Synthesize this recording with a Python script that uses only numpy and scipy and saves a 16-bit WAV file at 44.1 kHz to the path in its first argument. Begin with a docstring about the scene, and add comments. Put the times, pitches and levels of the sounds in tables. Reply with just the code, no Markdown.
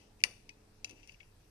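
"""In a small kitchen, heard through two unlike microphones, a steel spoon stirs a thin frothy batter in a
ceramic bowl: one sharp clink, a few softer taps and short scrapes. The liquid damps the ring.
Taps are noise cracks plus ringing modes; scrapes are many tiny catches on the same bowl; thuds are dull bursts.
The room answers with close reflections and a diffuse tail, the air is banded noise, and an appliance hums
low in wavering sines, the upper ones of which stop."""
import sys
import numpy as np
from scipy import signal
from scipy.io import wavfile

SR = 44100
rng = np.random.default_rng(int(sys.argv[2]) if len(sys.argv) > 2 else 0)


def voltage_ratio(level):
    """Linear amplitude factor for a level in decibels (scalar or array-like)."""
    return 10 ** (np.asarray(level, float) / 20)


def wav_out(sig):
    """Save sig, one row per channel (or a flat mono array), as 16-bit PCM at SR to the path in sys.argv[1]."""
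    wavfile.write(sys.argv[1], SR, np.round(np.clip(np.atleast_2d(sig).T, -1, 1) * 32767).astype(np.int16))


N = 66150  # samples, 1.5 s

# Appliance hum. Each row: tone [Hz], level [dB], time it stops [s].
HUM_TONES = [(102, -71, 1.6), (213, -76, .9), (296, -78, 1), (426, -79, 0.91)]
# Room noise spectrum. Each row: frequency [Hz], relative density [dB per Hz].
AIR_SPECTRUM = [(12, -31), (20, 3.5), (37, 4), (64, -7), (92, -3), (180, -11.5), (207, -11.5), (245, -16),
                (289, -9.5), (352, -16.5), (416, -8.5), (505, -18.5), (549, -17.5), (958, -19.5),
                (1040, -23.5), (1870, -24.5), (2680, -30.5), (5850, -26), (6540, -33.5), (7950, -30),
                (15500, -39)]
# How alike the room noise is at both microphones. Each row: frequency [Hz], likeness [0 to 1].
AIR_LIKENESS = [(25, 1), (100, 0.99), (250, 0.92), (500, 0.23), (1500, .2), (5000, 0.093), (15000, .05)]
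# Lean of the room noise. Each row: frequency [Hz], left minus right [dB].
AIR_LEAN = [(25, -2.6), (300, 0.6), (1000, 0.5), (2400, 2.5), (5000, 6), (9000, -7), (15000, 4)]
# Course of the room noise at 200-900 Hz, counted against its end. Each row: time [s], level [dB].
MURMUR_COURSE = [(0.0, -69.5), (0.73, -72), (0.834, -70), (1.04, -72), (1.236, -73), (1.5, -72.5)]
# Colour of the kitchen's answer, fuller between the rings. Each row: centre [Hz], width [Hz], gain [dB].
KITCHEN_COLOUR = [(2000, 500, 1.5), (3700, 1100, 5), (5500, 800, 0.5), (6200, 460, 4), (7320, 1100, -1.5),
                  (8900, 1800, 9), (12900, 5100, 8.5)]
# Microphone resonances, left then right. Each row: centre [Hz], width [Hz], gain [dB].
LEFT_RESONANCES = [(2470, 1310, 10), (5735, 2780, 12), (9250, 4200, -20.5), (12400, 5100, -9)]
RIGHT_RESONANCES = [(2480, 6000, -5.5), (5430, 4600, -4.5), (8880, 610, 5), (12900, 3800, 8.5)]
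# Liquid sloshes and the bowl thuds on the board. Each row: start [s], slosh level [dB],
# fall to 1/e [s], top of the slosh [Hz], board boom level [dB].
SLOSH_THUDS = [(0.2362, -53.5, 0.037, 1320, -54.5), (0.843, -61.5, 0.021, 1285, -71.5),
               (0.895, -59, 0.057, 453, -68.5)]
# Board under the bowl. Each row: resonance [Hz], width [Hz], relative level [dB].
BOARD_MODES = [(291, 67, -7.5), (480, 63, -2)]
# Spoon dragging on the glaze, before room and microphones. Each row: time [s], level [dB].
DRAG_COURSE = [(0, -89), (.17, -105), (.2, -72), (.235, -88.5), (.26, -84.5), (.84, -84.5), (.87, -67.5),
               (.92, -68.5), (.945, -76), (.965, -70.5), (1.0, -70), (1.02, -74), (1.045, -67.5),
               (1.068, -78), (1.085, -63.5), (1.13, -73.5), (1.15, -72.5), (1.165, -85.5), (1.25, -79.5),
               (1.3, -81), (1.38, -90), (1.42, -80), (1.5, -89)]
# Lowest ring while dragging, one row: pitch [Hz], relative level [dB], t60 before damping [s].
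DRAG_LOWEST_RING = (2650, 0.1018, 0.02)
# Other modes of bowl and spoon. Each row: pitch [Hz], level against the lowest ring [dB], t60 undamped [s].
BOWL_MODES = [(2330, -1, 0.039), (2605, -3.5, 0.026), (2888, -11, 0.04), (3234, -15.5, 0.049),
              (3520, -15.5, 0.033), (4000, -18.5, 0.053), (4380, -21, 0.025), (4750, -7, 0.041),
              (5200, -16.5, 0.0087), (5730, -15.5, 0.039), (5935, -2, 0.02), (7150, -10, 0.057),
              (9140, -18.5, 0.02), (9600, -19, 0.017), (9680, -21, 0.073)]
# Spoon meets bowl, before room and microphones. Each row: start [s], crack level [dB],
# brightness [dB per octave], lowest ring [Hz], ring level [dB], t60 of the lowest ring [s], contact [s].
SPOON_TAPS = [(-.06, -30, -3.7, 2000, -46.5, 0.11, 0.0039), (0.204, -59.5, -2.5, 2300, -105, 0.014, 0.0015),
              (0.213, -65, -7, 2353, -64, 0.021, 0.0049), (0.2376, -22.5, 0.43, 1980, -34, 0.06, 0.0021),
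              (0.4915, -59, -5.5, 2520, -55.5, 0.1, 0.0011), (0.4924, -46, -6, 2306, -54.5, 0.03, 0.0029),
              (0.8447, -48.5, 3, 2663, -39.5, 0.034, 0.0022), (0.8934, -59, 1.8, 2625, -52, 0.15, 0.0036),
              (0.8983, -69, 4.5, 2607, -62.5, 0.095, 0.0036), (0.9095, -62.5, 5, 2697, -66, 0.097, 0.0018),
              (1.0292, -63.5, -5, 2730, -58.5, 0.048, 0.0033), (1.0745, -64.5, 5, 2370, -81, 0.033, 0.002),
              (1.0923, -53, -11, 2720, -53, 0.028, 0.0036), (1.119, -71, 1, 2730, -62, 0.044, 0.0069),
              (1.141, -64, -28, 2830, -55, 0.038, 0.0055), (1.2013, -56.5, -14, 2580, -57, 0.029, 0.0033),
              (1.2049, -66.5, -11.5, 2254, -54, 0.058, 0.0013),
              (1.2096, -67, -20, 3310, -55.5, 0.04, 0.00235), (1.23, -64, -16, 2660, -64, 0.017, 0.0018),
              (1.2339, -74, -10, 2720, -66, 0.019, 0.0017), (1.241, -68.5, -9, 2840, -66, 0.02, 0.002)]
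# Crack by bands, each with a wash of dense short rings. Each row: low edge [Hz], high edge [Hz],
# band level [dB], wash against the crack [dB], t60 of the wash [s].
CRACK_BANDS = [(1797, 2202, -5, -8.5, 0.044), (2300, 2900, -0.5, -19.5, 0.048),
               (3000, 4600, -9.5, -17.5, 0.018), (3673, 4400, -8.5, -20.5, 0.066),
               (4564, 4900, -7, -6, 0.055), (5460, 6500, -2, -14, 0.051), (6400, 11000, -22.5, -14, 0.059),
               (8500, 9500, -6.5, -6, 0.056), (9900, 15500, -21, -10.5, 0.067)]

HUM_WAVER_DB, AIR_DB = 1, -63.5
EARLY_DB, EARLY_T60_S, LATE_DB, LATE_T60_S, WALL_CUT_HZ = -17.5, 0.041, -25, 0.43, 22000
RIGHT_LEAD_S = 0.0002  # the bowl reaches the right microphone first
LEAD_S = 0.1  # the bowl is already sounding this long before the start
BOWL_LOW_CUT_HZ = 1830
TILT_FROM_HZ = 2500  # brightness tilts about this frequency
GRAINS_PER_S, GRAIN_SPREAD_DB = 1700, 3.5
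DRAG_DAMPING = 0.68  # share of the ring length left while steel rests on glaze
DRAG_TILT_DB, DRAG_DETUNE = -1.5, 0.04  # dB per octave; widest pitch shift as the contact point moves
STRENGTH_SPREAD_DB = 2  # chance strength of each mode
CUT_UNDER_RING = 0.88  # the tap is cut below this share of its lowest ring
TOP_STOP_HZ = 15600


def rms_one(x):
    """Scale to rms 1."""
    return x / np.sqrt(np.mean(x ** 2) + 1e-20)


def at_hz(points, hz):
    """Read a spectrum table along log frequency."""
    table = np.array(points)
    return np.interp(np.log(hz), np.log(table[:, 0]), table[:, 1])


def in_time(rows, t):
    """Read a time curve."""
    return np.interp(t, *np.transpose(rows))


def band_pass(x, order, low, high):
    """Keep the sound between two frequencies."""
    return signal.sosfilt(signal.butter(order, [low, high], "band", fs=SR, output="sos"), x)


def high_pass(x, order, hz):
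    """Cut the sound below a frequency."""
    return signal.sosfilt(signal.butter(order, hz, "high", fs=SR, output="sos"), x)


def drift(rate_hz):
    """Slow random wander of spread 1: low-passed noise at every 40th sample, joined by lines."""
    r = np.exp(-80 * np.pi * rate_hz / SR)
    slow = signal.lfilter([1], [1, -2 * r, r * r], rng.standard_normal(N // 40 + 2002))[2000:]
    return np.interp(np.arange(N) / 40, np.arange(len(slow)), rms_one(slow))


def ring(clicks, hz, t60):
    """A damped resonator: each unit click sets a sine of height 1 ringing."""
    r, w = voltage_ratio(-60 / (t60 * SR)), 2 * np.pi * hz / SR
    return signal.lfilter([0, np.sin(w)], [1, -2 * r * np.cos(w), r * r], clicks + 1e-18)


def peaks(x, table):
    """Chain of peaking filters, one for each resonance or dip."""
    for hz, width, db in table:
        w, g = 2 * np.pi * hz / SR, voltage_ratio(db / 2)
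        q = np.sin(w) * width / hz / 2
        x = signal.lfilter([1 + q * g, -2 * np.cos(w), 1 - q * g],
                           [1 + q / g, -2 * np.cos(w), 1 - q / g], x)
    return x


def hum():
    """Low appliance tones as sines that waver in level; the upper ones fade out in 84 ms."""
    t = np.arange(N) / SR
    out = 0
    for hz, db, stop in HUM_TONES:
        level = np.sqrt(2) * voltage_ratio(db + HUM_WAVER_DB * drift(4))
        tone = np.sin(2 * np.pi * (hz * t + rng.random()))
        out = out + level * tone * np.clip((stop - t) / 0.084, 0, 1)
    return out


def air():
    """Room noise in bands of 0.3 octave, each with its own level, wander, likeness and lean."""
    out, edges = 0, 18 * 2 ** np.arange(0, 10, 0.3)
    white = rng.standard_normal((2, 2, N + 4000))  # neighbouring bands take turns
    murmur = in_time(MURMUR_COURSE, np.arange(N) / SR)
    for k, (low, high) in enumerate(zip(edges, edges[1:])):
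        mid, side = band_pass(white[k % 2], 2, low, high)[:, -N:]
        hz = np.sqrt(low * high)
        alike = np.clip(at_hz(AIR_LIKENESS, hz), -1, 1)
        half_lean_db = at_hz(AIR_LEAN, hz) / 2
        db = at_hz(AIR_SPECTRUM, hz) + 1.8 * drift(8)
        if 200 < hz < 900:
            db = db + murmur - murmur[-1]
        stereo = np.sqrt(1 + alike) * mid + np.sqrt(1 - alike) * side * [[1], [-1]]
        out = out + voltage_ratio(db) * voltage_ratio(np.array([[half_lean_db], [-half_lean_db]])) * stereo
    return voltage_ratio(AIR_DB) * rms_one(out)


def kitchen(x):
    """Direct sound, close reflections and a diffuse tail of decaying noise, unlike at each side."""
    t = np.arange(SR // 2) / SR
    wall = signal.butter(1, WALL_CUT_HZ, fs=SR, output="sos")
    sides = []
    for _ in range(2):
        echo = 0
        for db, t60, gap in [(EARLY_DB, EARLY_T60_S, 0.002), (LATE_DB, LATE_T60_S, 0.008)]:
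            noise = signal.sosfilt(wall, rng.standard_normal(len(t)))
            tail = noise * voltage_ratio(-60 * t / t60) * (t > gap)
            echo = echo + voltage_ratio(db) * tail / np.sqrt(np.sum(tail ** 2))
        sides.append(x + signal.fftconvolve(x, peaks(echo, KITCHEN_COLOUR))[:len(x)])
    return sides


def thuds():
    """Dull low noise bursts that swell fast and die, with the resonant boom of the board."""
    out, t = 0, np.arange(N) / SR
    for s, db, length, top_hz, board_db in SLOSH_THUDS:
        u = np.maximum(t - s, 0) / length
        noise = 0.5 * rng.standard_normal((2, N)) + rng.standard_normal(N)  # mostly common to both sides
        dull = rms_one(band_pass(noise, 2, 200, top_hz))
        boom = 0
        for hz, width, mode_db in BOARD_MODES:
            boom = boom + voltage_ratio(mode_db) * rms_one(band_pass(noise, 1, hz - width / 2, hz + width / 2))
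        swell = np.minimum(8 * u, 1) * np.exp(-u)
        out = out + (voltage_ratio(db) * dull + voltage_ratio(board_db) * boom) * swell
    return out


def drag(size):
    """Small catches of steel on glaze excite the bowl's modes, detuned as the contact moves."""
    catches = rng.random(size) < GRAINS_PER_S / SR
    strength = voltage_ratio(GRAIN_SPREAD_DB * np.minimum(rng.exponential(1, size), 2))
    grains = catches * strength * rng.choice([-1, 1], size)
    place = rng.integers(0, 5, size)  # each catch falls to one of five contact points
    body = 0
    for hz, db, t60 in [DRAG_LOWEST_RING] + BOWL_MODES[2:]:
        level = voltage_ratio(db + DRAG_TILT_DB * np.log2(hz / TILT_FROM_HZ))
        for k in range(5):
            pitch = hz * (1 + DRAG_DETUNE * (k - 2) / 2)
            body = body + level * ring(grains * (place == k), pitch, t60 * DRAG_DAMPING)
    return voltage_ratio(in_time(DRAG_COURSE, np.arange(size) / SR - LEAD_S)) * rms_one(body)


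def taps(size):
    """Each contact is a brief chatter that cracks, leaves a wash and strikes the modes from its lowest up."""
    out, span = np.zeros(size + SR), SR // 4
    t = np.arange(span) / SR
    for s, db, tilt_db, low_hz, ring_db, low_t60, contact in SPOON_TAPS:
        noise, spread = rng.standard_normal((2, span + 300)), rng.standard_normal(20)
        touch = np.sqrt(np.sin(np.pi * np.minimum(t / contact, 1)) + 1e-12)
        hit = 0
        for k, (low, high, band_db, wash_db, t60) in enumerate(CRACK_BANDS):
            band = rms_one(band_pass(noise[k % 2], 2, low, high)[-span:])
            crack = band * touch
            crack = crack / np.sqrt(np.mean(crack[t < contact] ** 2))
            wash = band * np.minimum(t / contact, 1) * voltage_ratio(wash_db - 60 * t / t60)
            hit = hit + voltage_ratio(db + band_db + tilt_db * np.log2(high / TILT_FROM_HZ)) * (crack + wash)
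        hit = high_pass(hit, 6, CUT_UNDER_RING * low_hz)
        chatter = noise[0, :span] * touch
        chatter = chatter / np.sqrt(np.sum(chatter ** 2))
        for k, (hz, mode_db, t60) in enumerate([(low_hz, 0, low_t60)] + BOWL_MODES):
            if k > 0 and hz <= 1.07 * low_hz:
                continue  # only modes above the lowest ring sound
            # evens out how strongly this chatter happens to drive the pitch
            drive = max(abs(chatter @ np.exp(-2j * np.pi * hz * t)), 0.5)
            level_db = ring_db + mode_db + tilt_db * np.log2(hz / TILT_FROM_HZ)
            level_db += STRENGTH_SPREAD_DB * spread[k] * (k > 0)
            hit += voltage_ratio(level_db) / drive * ring(chatter, hz, t60)
        i = int((s + LEAD_S) * SR)
        out[i:i + span] += hit
    return out[:size]


def microphones(left, right, lead):
    """Each side gets its own resonances; the right one hears the bowl a little sooner."""
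    n = np.arange(N) + lead
    near_left = peaks(left, LEFT_RESONANCES)[n]
    near_right = np.interp(n + round(RIGHT_LEAD_S * SR), np.arange(N + lead), peaks(right, RIGHT_RESONANCES))
    return np.array([near_left, near_right])


def scene():
    """Taps and scrapes through room and microphones, over thuds, air and hum."""
    lead = int(LEAD_S * SR)
    spoon = high_pass(taps(N + lead) + drag(N + lead), 7, BOWL_LOW_CUT_HZ)
    left, right = kitchen(spoon)
    return microphones(left, right, lead) + thuds() + air() + hum()


def roll_off(x):
    """The treble ends steeply here."""
    return signal.sosfilt(signal.butter(12, 16440, fs=SR, output="sos"), x)


def record(dry):
    """A steep low-pass takes off the top, 40 dB down from its stop edge."""
    top_cut = signal.cheby2(10, 40, TOP_STOP_HZ, fs=SR, output="sos")
    mix = signal.sosfilt(top_cut, dry)
    return roll_off(mix)


dry = scene()
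out = record(dry)
wav_out(out)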